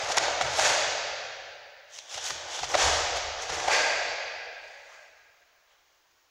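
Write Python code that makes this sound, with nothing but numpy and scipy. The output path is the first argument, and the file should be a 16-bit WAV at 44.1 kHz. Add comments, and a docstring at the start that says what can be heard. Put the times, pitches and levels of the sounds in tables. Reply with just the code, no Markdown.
"""A karateka runs through a form on foam mats in a large, hard-walled sports hall.
The hall still rings at the start as two strikes come quickly; after a pause come steps, skids and a
third strike, then a fourth, and at last only faint swishes. Cotton rubs as shaped noise, snaps taut as short
bursts with an air pop, bare feet thud as low decaying noise and skid as two hiss bands. He faces away, so his
body shades the big snaps; an echo response and a delayed wall bloom throw them back louder and brighter."""
import sys
import numpy as np
from scipy import signal
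from scipy.fft import rfft, irfft, next_fast_len
from scipy.io import wavfile
from scipy.ndimage import uniform_filter1d

SR = 44100
rng = np.random.default_rng(int(sys.argv[2]) if len(sys.argv) > 2 else 0)


def store_pcm(level_fs):
    """Save levels as 16-bit WAV."""
    pcm = np.round(np.clip(level_fs, -1, 1) * 32767).astype(np.int16)
    wavfile.write(sys.argv[1], SR, np.atleast_2d(pcm).T)


N = 277830

# spectrum of cloth pulled taut: frequency_hz, density_db (dB per Hz)
CLOTH_SPECTRUM = [(40, -20.5), (150, -15.5), (300, -14.5), (450, -6.5), (600, 3.5), (780, 1), (1000, -3.5),
                  (1500, -2.5), (3000, -6.5), (6700, -7.5), (8000, -20), (11000, -31.5), (16000, -49.5)]
# spectrum of cotton rubbing on cotton: frequency_hz, density_db (dB per Hz)
RUB_SPECTRUM = [(40, -31.5), (200, -25), (400, -8), (520, -1), (620, -1), (800, 3), (1020, -3), (1550, -4),
                (2700, -8), (4200, -9), (6600, -7), (7400, -12.5), (8100, -19.5), (11000, -29),
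                (16000, -42.5)]


def amp(db):
    """Amplitude ratio: 20 dB is a factor of ten."""
    return 10 ** (np.asarray(db) / 20)


def unit(x):
    """Normalisation of signal power: scales to rms 1."""
    return x / np.sqrt(np.mean(x ** 2) + 1e-20)


def read(points, hz):
    """Logarithmic frequency scale: interpolates a table along it."""
    f, value = np.transpose(points)
    return np.interp(np.log(hz + 1), np.log(f + 1), value)


def octaves(hz, centre_hz, low_hz, high_hz):
    """Musical interval from the centre in octaves, held level outside the range."""
    return np.log2(np.clip(hz, low_hz, high_hz) / centre_hz)


def slope(hz):
    """Spectral tilt: the octaves over which cloth sounds brighten or dull."""
    return octaves(hz, 1500, 750, 7000)


def colour(x, curve):
    """Linear filtering: weights the spectrum by a dB curve, given as a function of Hz."""
    hz = np.fft.rfftfreq(len(x), 1 / SR)
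    return irfft(rfft(x) * amp(curve(hz)), len(x))


def add(mix, s, sound):
    """Superposition: mixes a sound in from time s, in seconds."""
    start = round(s * SR)
    sound = sound[max(-start, 0):]
    part = mix[max(start, 0):][:len(sound)]
    part += sound[:len(part)]


def crackle(count, grain_db):
    """Stick-slip of fibres and creases: noise in tiny grains of uneven loudness."""
    grain_samples = 32
    sizes = np.repeat(rng.standard_normal(count // grain_samples + 1), grain_samples)[:count]
    return unit(rng.standard_normal(count) * amp(grain_db * np.clip(sizes, -2, 2)))


def hiss(size, centre_hz, width):
    """Band-limited friction: grainy noise, 6 dB down at width octaves either side of the centre."""
    def band(hz):
        distance = np.log2((hz + 1) / centre_hz) / width
        return -20 * np.log10(1 + distance ** 2)
    return unit(colour(crackle(size, grain_db=3.5), band))


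def smear(t, length):
    """Phase scattering: a short noise burst, evened out so that it holds every frequency equally."""
    z = rfft(rng.standard_normal(len(t)) * np.exp(-(t / length) ** 2))
    return irfft(z / (abs(z) + 1e-20), len(t))


def quiet_air(level_db=-58):
    """Stationary background: steady noise with the spectrum of the quiet hall."""
    # frequency_hz, density_db (dB per Hz)
    air_spectrum = [(20, -9), (60, -6.5), (150, -13.5), (300, -11), (550, -7.5), (1100, -4.5), (2000, -6.5),
                    (3500, -9.5), (6700, -9), (8200, -24.5), (13800, -24.5), (14700, -16.5), (16000, -6)]
    return amp(level_db) * unit(colour(rng.standard_normal(N), lambda hz: read(air_spectrum, hz)))


def hall_tail(build_s=0.046, first_s=0.01):
    """Reverberation: dense reflections build up after a gap, each band dying at its own speed."""
    # decay time of the hall: frequency_hz, t60_s
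    decay_times = [(60, 4.05), (160, 2.04), (350, 2.26), (600, 2.86), (1100, 2.13), (1700, 2.96),
                   (2600, 2.79), (4500, 2.49), (6500, 1.74), (8000, 1.32), (10000, 0.6), (15000, 0.37)]
    count = 3 * SR
    hz, t, z = signal.stft(rng.standard_normal(count), SR, nperseg=512)
    fade = amp(-60 * t / read(decay_times, hz)[:, None])
    tail = signal.istft(z * fade, SR)[1][:count]
    tail *= np.clip((np.arange(count) / SR - first_s) / build_s, 0, 1) ** .5
    # mean power gain 1 between 500 and 4500 Hz
    middle = colour(tail, lambda hz: np.where((hz > 500) & (hz < 4500), 0, -200))
    return tail / np.linalg.norm(middle) * np.sqrt(8000 / SR)


def hall(x):
    """Impulse response: convolves with single wall and roof echoes on top of the long tail."""
    # early reflections: delay_s, gain (amplitude ratio)
    early_echoes = [(.034, 0.095), (0.041, 0.063), (.049, 0.11), (0.057, 0.084), (.063, 0.15), (.072, 0.15),
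                    (.089, 0.072), (.108, 0.11)]
    response = hall_tail()
    for delay, gain in early_echoes:
        response[round(delay * SR)] += gain
    return signal.fftconvolve(x, response)[:N]


def lingering(level_db=-33, tilt=-1):
    """Free decay: the hall is still ringing from the strike before; tilt in dB/octave."""
    late_tail = hall_tail()[SR // 4:]
    tail = colour(late_tail, lambda hz: read(CLOTH_SPECTRUM, hz) + tilt * octaves(hz, 1500, 500, 7000))
    out = np.zeros(N)
    # the level is that of the first tenth of a second
    add(out, 0, amp(level_db) * tail[:2 * SR] / np.std(tail[:SR // 10]))
    return out


def whooshes(size=16384, width_octaves=.28):
    """Narrow-band noise under a Gaussian envelope: whooshes and thin flicks of loose cloth."""
    # peak_s, level_db, half_length_s, centre_hz
    whoosh_table = [(2.291, -55, .03, 13400), (3.175, -63, 0.011, 14200), (3.69, -35.5, .024, 1180),
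                    (4.937, -56.5, 0.063, 1205), (5.728, -67, 0.063, 3200)]
    out, t = np.zeros(N), (np.arange(size) - size // 2) / SR
    for s, db, length, centre_hz in whoosh_table:
        swell = np.exp(-(t / length) ** 2)
        add(out, s + t[0], amp(db) * hiss(size, centre_hz, width_octaves) * swell)
    return out


def skids(size=16384):
    """Sliding friction: bare skin dragging over the embossed foam hisses in two narrow bands."""
    # peak_s, level_db, half_length_s, upper_over_lower_db
    skid_table = [(1.971, -45.5, 0.052, 2), (2.133, -43.5, 0.053, 0.5), (2.207, -43.5, 0.056, -12.5),
                  (2.27, -40, .028, 8), (2.567, -39, 0.066, 0), (2.641, -45.5, 0.017, 16),
                  (2.718, -38.5, 0.042, 8.5), (3.426, -40.5, 0.011, 16.5)]
    # lower and upper hiss band of skin on foam: centre_hz, width_octaves
    sole_bands = [(3270, 0.22), (5900, 0.24)]
    out, t = np.zeros(N), (np.arange(size) - size // 2) / SR
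    for s, db, length, upper_db in skid_table:
        lower, upper = [hiss(size, *band) for band in sole_bands]
        swell = np.exp(-(t / length) ** 2)
        add(out, s + t[0], amp(db) * unit(lower + amp(upper_db) * upper) * swell)
    return out


def steps(attack_s=0.0071):
    """Impact excitation: a heel pushes the mat and the floor under it booms briefly."""
    # feet landing: start_s, level_db, decay_s, tilt_db_per_octave
    step_table = [(0.02, -44.5, 0.032, 8), (0.169, -52, 0.092, 3), (0.421, -35.5, 0.038, 10),
                  (0.649, -51, 0.067, 1), (2.149, -47.5, 0.021, 4), (2.293, -48.5, 0.059, 12),
                  (2.599, -46.5, 0.09, -3.5), (2.738, -41, 0.024, 1), (2.828, -34, 0.079, -9.5),
                  (3.491, -45, 0.088, 6.5), (3.678, -49, 0.028, -5)]
    # spectrum of the struck mat: frequency_hz, density_db (dB per Hz)
    mat_spectrum = [(20, -19.5), (35, -13.5), (48, -16.5), (60, -14), (75, 2.5), (95, -6), (135, -7.5),
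                    (200, -19), (400, -22), (1500, -50.5), (6000, -76)]
    out, t = np.zeros(N), np.arange(SR // 2) / SR
    for s, db, decay, tilt in step_table:
        thud = colour(rng.standard_normal(len(t)),
                      lambda hz: read(mat_spectrum, hz) + tilt * octaves(hz, 80, 40, 160))
        shape = (1 - np.exp(-t / attack_s)) * np.exp(-t / decay)
        add(out, s, amp(db) * unit(thud * shape) * np.sqrt(np.mean(shape ** 2)))
    return out


def boom(x, boom_hz=75, t60_s=1.5, boom_db=-3):
    """Modal resonance: steps set the wooden floor under the mats humming at one low pitch."""
    t = np.arange(2 * SR) / SR
    mode = np.sin(2 * np.pi * boom_hz * t) * np.exp(-np.log(1000) * t / t60_s)
    hum = signal.fftconvolve(x, mode / np.linalg.norm(mode))[:N]
    # the level refers to input noise 50 Hz wide
    return amp(boom_db) * hum * np.sqrt(100 / SR)


def sweeps(t):
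    """Speed-dependent friction: level (dB) and tilt at times t; sweeps are brightest at top speed."""
    # limbs sweeping through jacket and trousers: top_speed_s, level_db, half_length_s, tilt_db_per_octave
    sweep_table = [ (0.01, -41, 0.12, 4.5), (0.099, -31, .035, 0), (0.447, -34.5, 0.046, -0.5),
                   (0.602, -28.5, 0.085, 2), (1.955, -47, 0.037, 3.5), (2.151, -38.5, 0.048, 3),
                   (2.266, -34, 0.045, 4), (2.452, -43.5, 0.089, -1.5), (2.553, -38, 0.073, 1.5),
                   (2.716, -35, 0.0296, -2), (3.172, -33, 0.02, 1), (3.432, -37.5, 0.044, 1.5),
                   (3.542, -31.5, 0.031, 1), (3.663, -33, 0.15, -1), (4.69, -59, 0.12, 4.5),
                   (4.925, -54, 0.13, 1.5), (5.719, -63, 0.032, -0.5)]
    roundness = 1.5
    dulling = 0.62  # dB/octave of brightness lost one half-length from top speed
    s, db, length, tilt = np.transpose(sweep_table)[:, :, None]
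    away = abs(t - s) / length
    power = (amp(db) * np.exp(-away ** roundness)) ** 2 + 1e-16
    level = 10 * np.log10(power.sum(0))
    return level, np.average(tilt - dulling * np.minimum(away, 2), axis=0, weights=power)


def swish():
    """Dry friction: cotton rubs on cotton, and faster rubbing is louder and brighter."""
    hz, t, z = signal.stft(crackle(N, grain_db=2.5), SR, nperseg=512)
    db, tilt = sweeps(t)
    gain = amp(read(RUB_SPECTRUM, hz)[:, None] + octaves(hz, 1500, 550, 7800)[:, None] * tilt)
    # equal power in every frame, so that tilt leaves the level alone
    rub = signal.istft(z * gain / np.sqrt(np.mean(gain ** 2, 0)), SR)[1][:N]
    # folds make the level waver by 1.1 dB rms
    folds_db = 1.1 * unit(uniform_filter1d(rng.standard_normal(N), size=400))
    return rub * amp(np.interp(np.arange(N) / SR, t, db) + folds_db)


def snaps(size=8192):
    """Impulsive radiation: a noise burst and a hollow pop of the air under the cloth, as (direct, thrown).
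    Weak snaps hardly pop; thrown is what goes into the hall."""
    # cloth pulled taut: peak_s, level_db, half_length_s, tilt_db_per_octave
    snap_table = [ (0.047, -36, 0.003, 19), (.105, -27.5, 0.01, -7), (0.121, -25, 0.0059, 4),
                  (0.147, -29.5, 0.0026, 0.5), (0.1715, -18, 0.0012, 12), (0.176, -18, 0.0065, -0.5),
                  (0.1835, -13, 0.0019, 2), (0.2836, -17.5, 0.0013, -5), (0.4127, -15, 0.0016, -3),
                  (0.422, -26.5, 0.0043, 3), (0.584, -25.5, 0.00079, -15), (0.592, -17, 0.0022, -5),
                  (0.5967, -16, 0.0026, 0.5), (1.943, -45.5, 0.0026, 19.5), (1.989, -30, 0.0016, 4.5),
                  (2.145, -30.5, 0.003, 3.5), (2.18, -31.5, 0.0076, 0.5), (2.3067, -26.5, 0.0055, 0.5),
                  (2.593, -31, 0.0043, 0), (2.634, -24, 0.0031, -2), (2.644, -30, 0.01, 2.5),
                  (2.744, -17.5, 0.0035, -3), (2.7522, -16, 0.0059, -2), (3.501, -26.5, 0.0058, 0),
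                  (3.602, -27.5, 0.0022, 2.5), (3.6829, -16, 0.0037, -2)]
    pop_db = -6  # over the burst, for an untilted snap of full_pop_db or more
    full_pop_db, pop_growth = -17, .5  # below that level, dB of pop lost per dB of snap
    lowest_pop_hz, pop_decay_s = 720, 0.00188
    sheen = 5  # dB/octave above 8 kHz
    hall_db, hall_tilt = -2.5, -0.65  # share that the hall returns; dB/octave
    direct, thrown = np.zeros((2, N))
    t = (np.arange(size) - size // 2) / SR
    for s, db, length, tilt in snap_table:
        shape = np.exp(-abs(t / length))
        energy = np.sqrt(np.mean(shape ** 2))
        burst = shape * unit(rng.standard_normal(size))
        # the short direct path keeps the top treble
        near = unit(colour(burst, lambda hz: read(CLOTH_SPECTRUM, hz) + tilt * slope(hz)
                           + sheen * octaves(hz, 8000, 7960, 16000)))
        age = np.maximum(t + pop_decay_s, 0)
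        pitch_hz = lowest_pop_hz * rng.uniform(1.0, 1.1)
        pop = unit(np.sin(2 * np.pi * pitch_hz * age) * age * np.exp(-age / pop_decay_s))
        pop_gain = amp(pop_db - 2 * tilt + pop_growth * min(db - full_pop_db, 0))
        add(direct, s + t[0], amp(db) * energy * unit(near + pop_gain * pop))
        # the cloth radiates differently each way, so the hall receives a smeared blend
        blend = smear(t, length + 0.0076)
        far = colour(blend, lambda hz: read(CLOTH_SPECTRUM, hz) + hall_tilt * slope(hz))
        add(thrown, s + t[0], amp(db + hall_db) * energy * unit(far))
    return direct, thrown


def strikes(size=32768, crack_s=0.0099):
    """Directivity: the open sleeve throws its crack away from the microphone, as (wall, thrown).
    The far wall returns a bright, scattered bloom; thrown goes into the hall."""
    # arm thrusts at the far wall: strike_s, thrown_db, tilt_db_per_octave, ring_db, bloom_db, bloom_rise_s
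    strike_table = [(0.177, -18, -1, -2.5, -33.5, 0.041), (0.594, -14.5, 0, 3, -24.5, 0.064),
                    (2.748, -13.5, -0.14, -2.5, -24.5, 0.086), (3.682, -12.5, -1, 15.5, -25, 0.045)]
    # resonances of the hollow sleeve: centre_hz, width_hz, share (of ring_db)
    sleeve_modes = [(1630, 95, .85), (1980, 130, .5), (2450, 380, .65), (3550, 300, 0.2), (4670, 390, 0.45),
                    (582, 70, 0.35)]
    wall_delay_s, bloom_fade_s = 0.013, 0.12  # first return from the far wall, and its decay
    bloom_tilt = 1  # dB/octave on top of the strike's own tilt
    wall, thrown = np.zeros((2, N))
    t = (np.arange(size) - size // 8) / SR

    def ring(hz):
        """Cavity resonance: the sum of the sleeve's peaks."""
        return sum(share * np.exp(-((hz - f) / width) ** 2) for f, width, share in sleeve_modes)

    for s, db, tilt, ring_db, bloom_db, rise in strike_table:
        crack = colour(smear(t, crack_s),
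                       lambda hz: read(CLOTH_SPECTRUM, hz) + tilt * slope(hz) + ring_db * ring(hz))
        add(thrown, s + t[0], amp(db) * unit(crack) * np.sqrt(crack_s * SR / size))
        scatter = unit(colour(crackle(size, grain_db=2.5),
                              lambda hz: read(RUB_SPECTRUM, hz) + (bloom_tilt + tilt) * slope(hz)
                              + .5 * ring_db * ring(hz)))
        bloom = np.clip((t - wall_delay_s) / (rise - wall_delay_s), 0, 1) ** .5
        bloom *= np.exp(-np.maximum(t - rise, 0) / bloom_fade_s)
        add(wall, s + t[0], scatter * amp(bloom_db) * bloom)
    return wall, thrown


def scene(rub_hall_db=-0.86, feet_hall_db=-3):
    """Direct and reverberant fields: jacket and feet, their echo, and the quiet air of the hall."""
    direct, spread = snaps()
    wall, thrown = strikes()
    rub = swish() + skids() + whooshes()
    feet = steps()
    echo = hall(spread + thrown + wall + amp(rub_hall_db) * rub + amp(feet_hall_db) * feet)
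    return (direct + wall + rub + feet + boom(feet) + echo + lingering() + quiet_air())[None]


def suppress(x, threshold_db=-74, depth_db=7, knee_db=11.5):
    """Spectral noise suppression: turns down every band that sinks towards the floor."""
    z = signal.stft(x, SR, nperseg=1024, noverlap=768)[2]
    # power averaged over neighbouring bands, then over time
    power = uniform_filter1d(abs(z) ** 2, size=5, axis=0)
    power = uniform_filter1d(power, size=7, axis=1)
    level_db = 10 * np.log10(abs(power) + 1e-20)
    quiet = .5 - .5 * np.tanh((level_db - threshold_db) / knee_db)
    return signal.istft(z * amp(-depth_db * quiet), SR, nperseg=1024, noverlap=768)[1][:N]


def record(dry, notch_hz=210, notch_width_hz=42, notch_db=-13, edge_hz=15750):
    """Transducer response: a hollow in the low mids, then noise suppression and the band limit."""
    padded = np.pad(dry[0], (0, next_fast_len(N + SR) - N))
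    heard = colour(padded, lambda hz: notch_db * np.exp(-((hz - notch_hz) / notch_width_hz) ** 2))[:N]
    low_pass = signal.firwin(511, edge_hz, window=("kaiser", 9), fs=SR)
    return signal.oaconvolve(suppress(heard), low_pass, "same")[None]


dry = scene()
out = record(dry)
store_pcm(out)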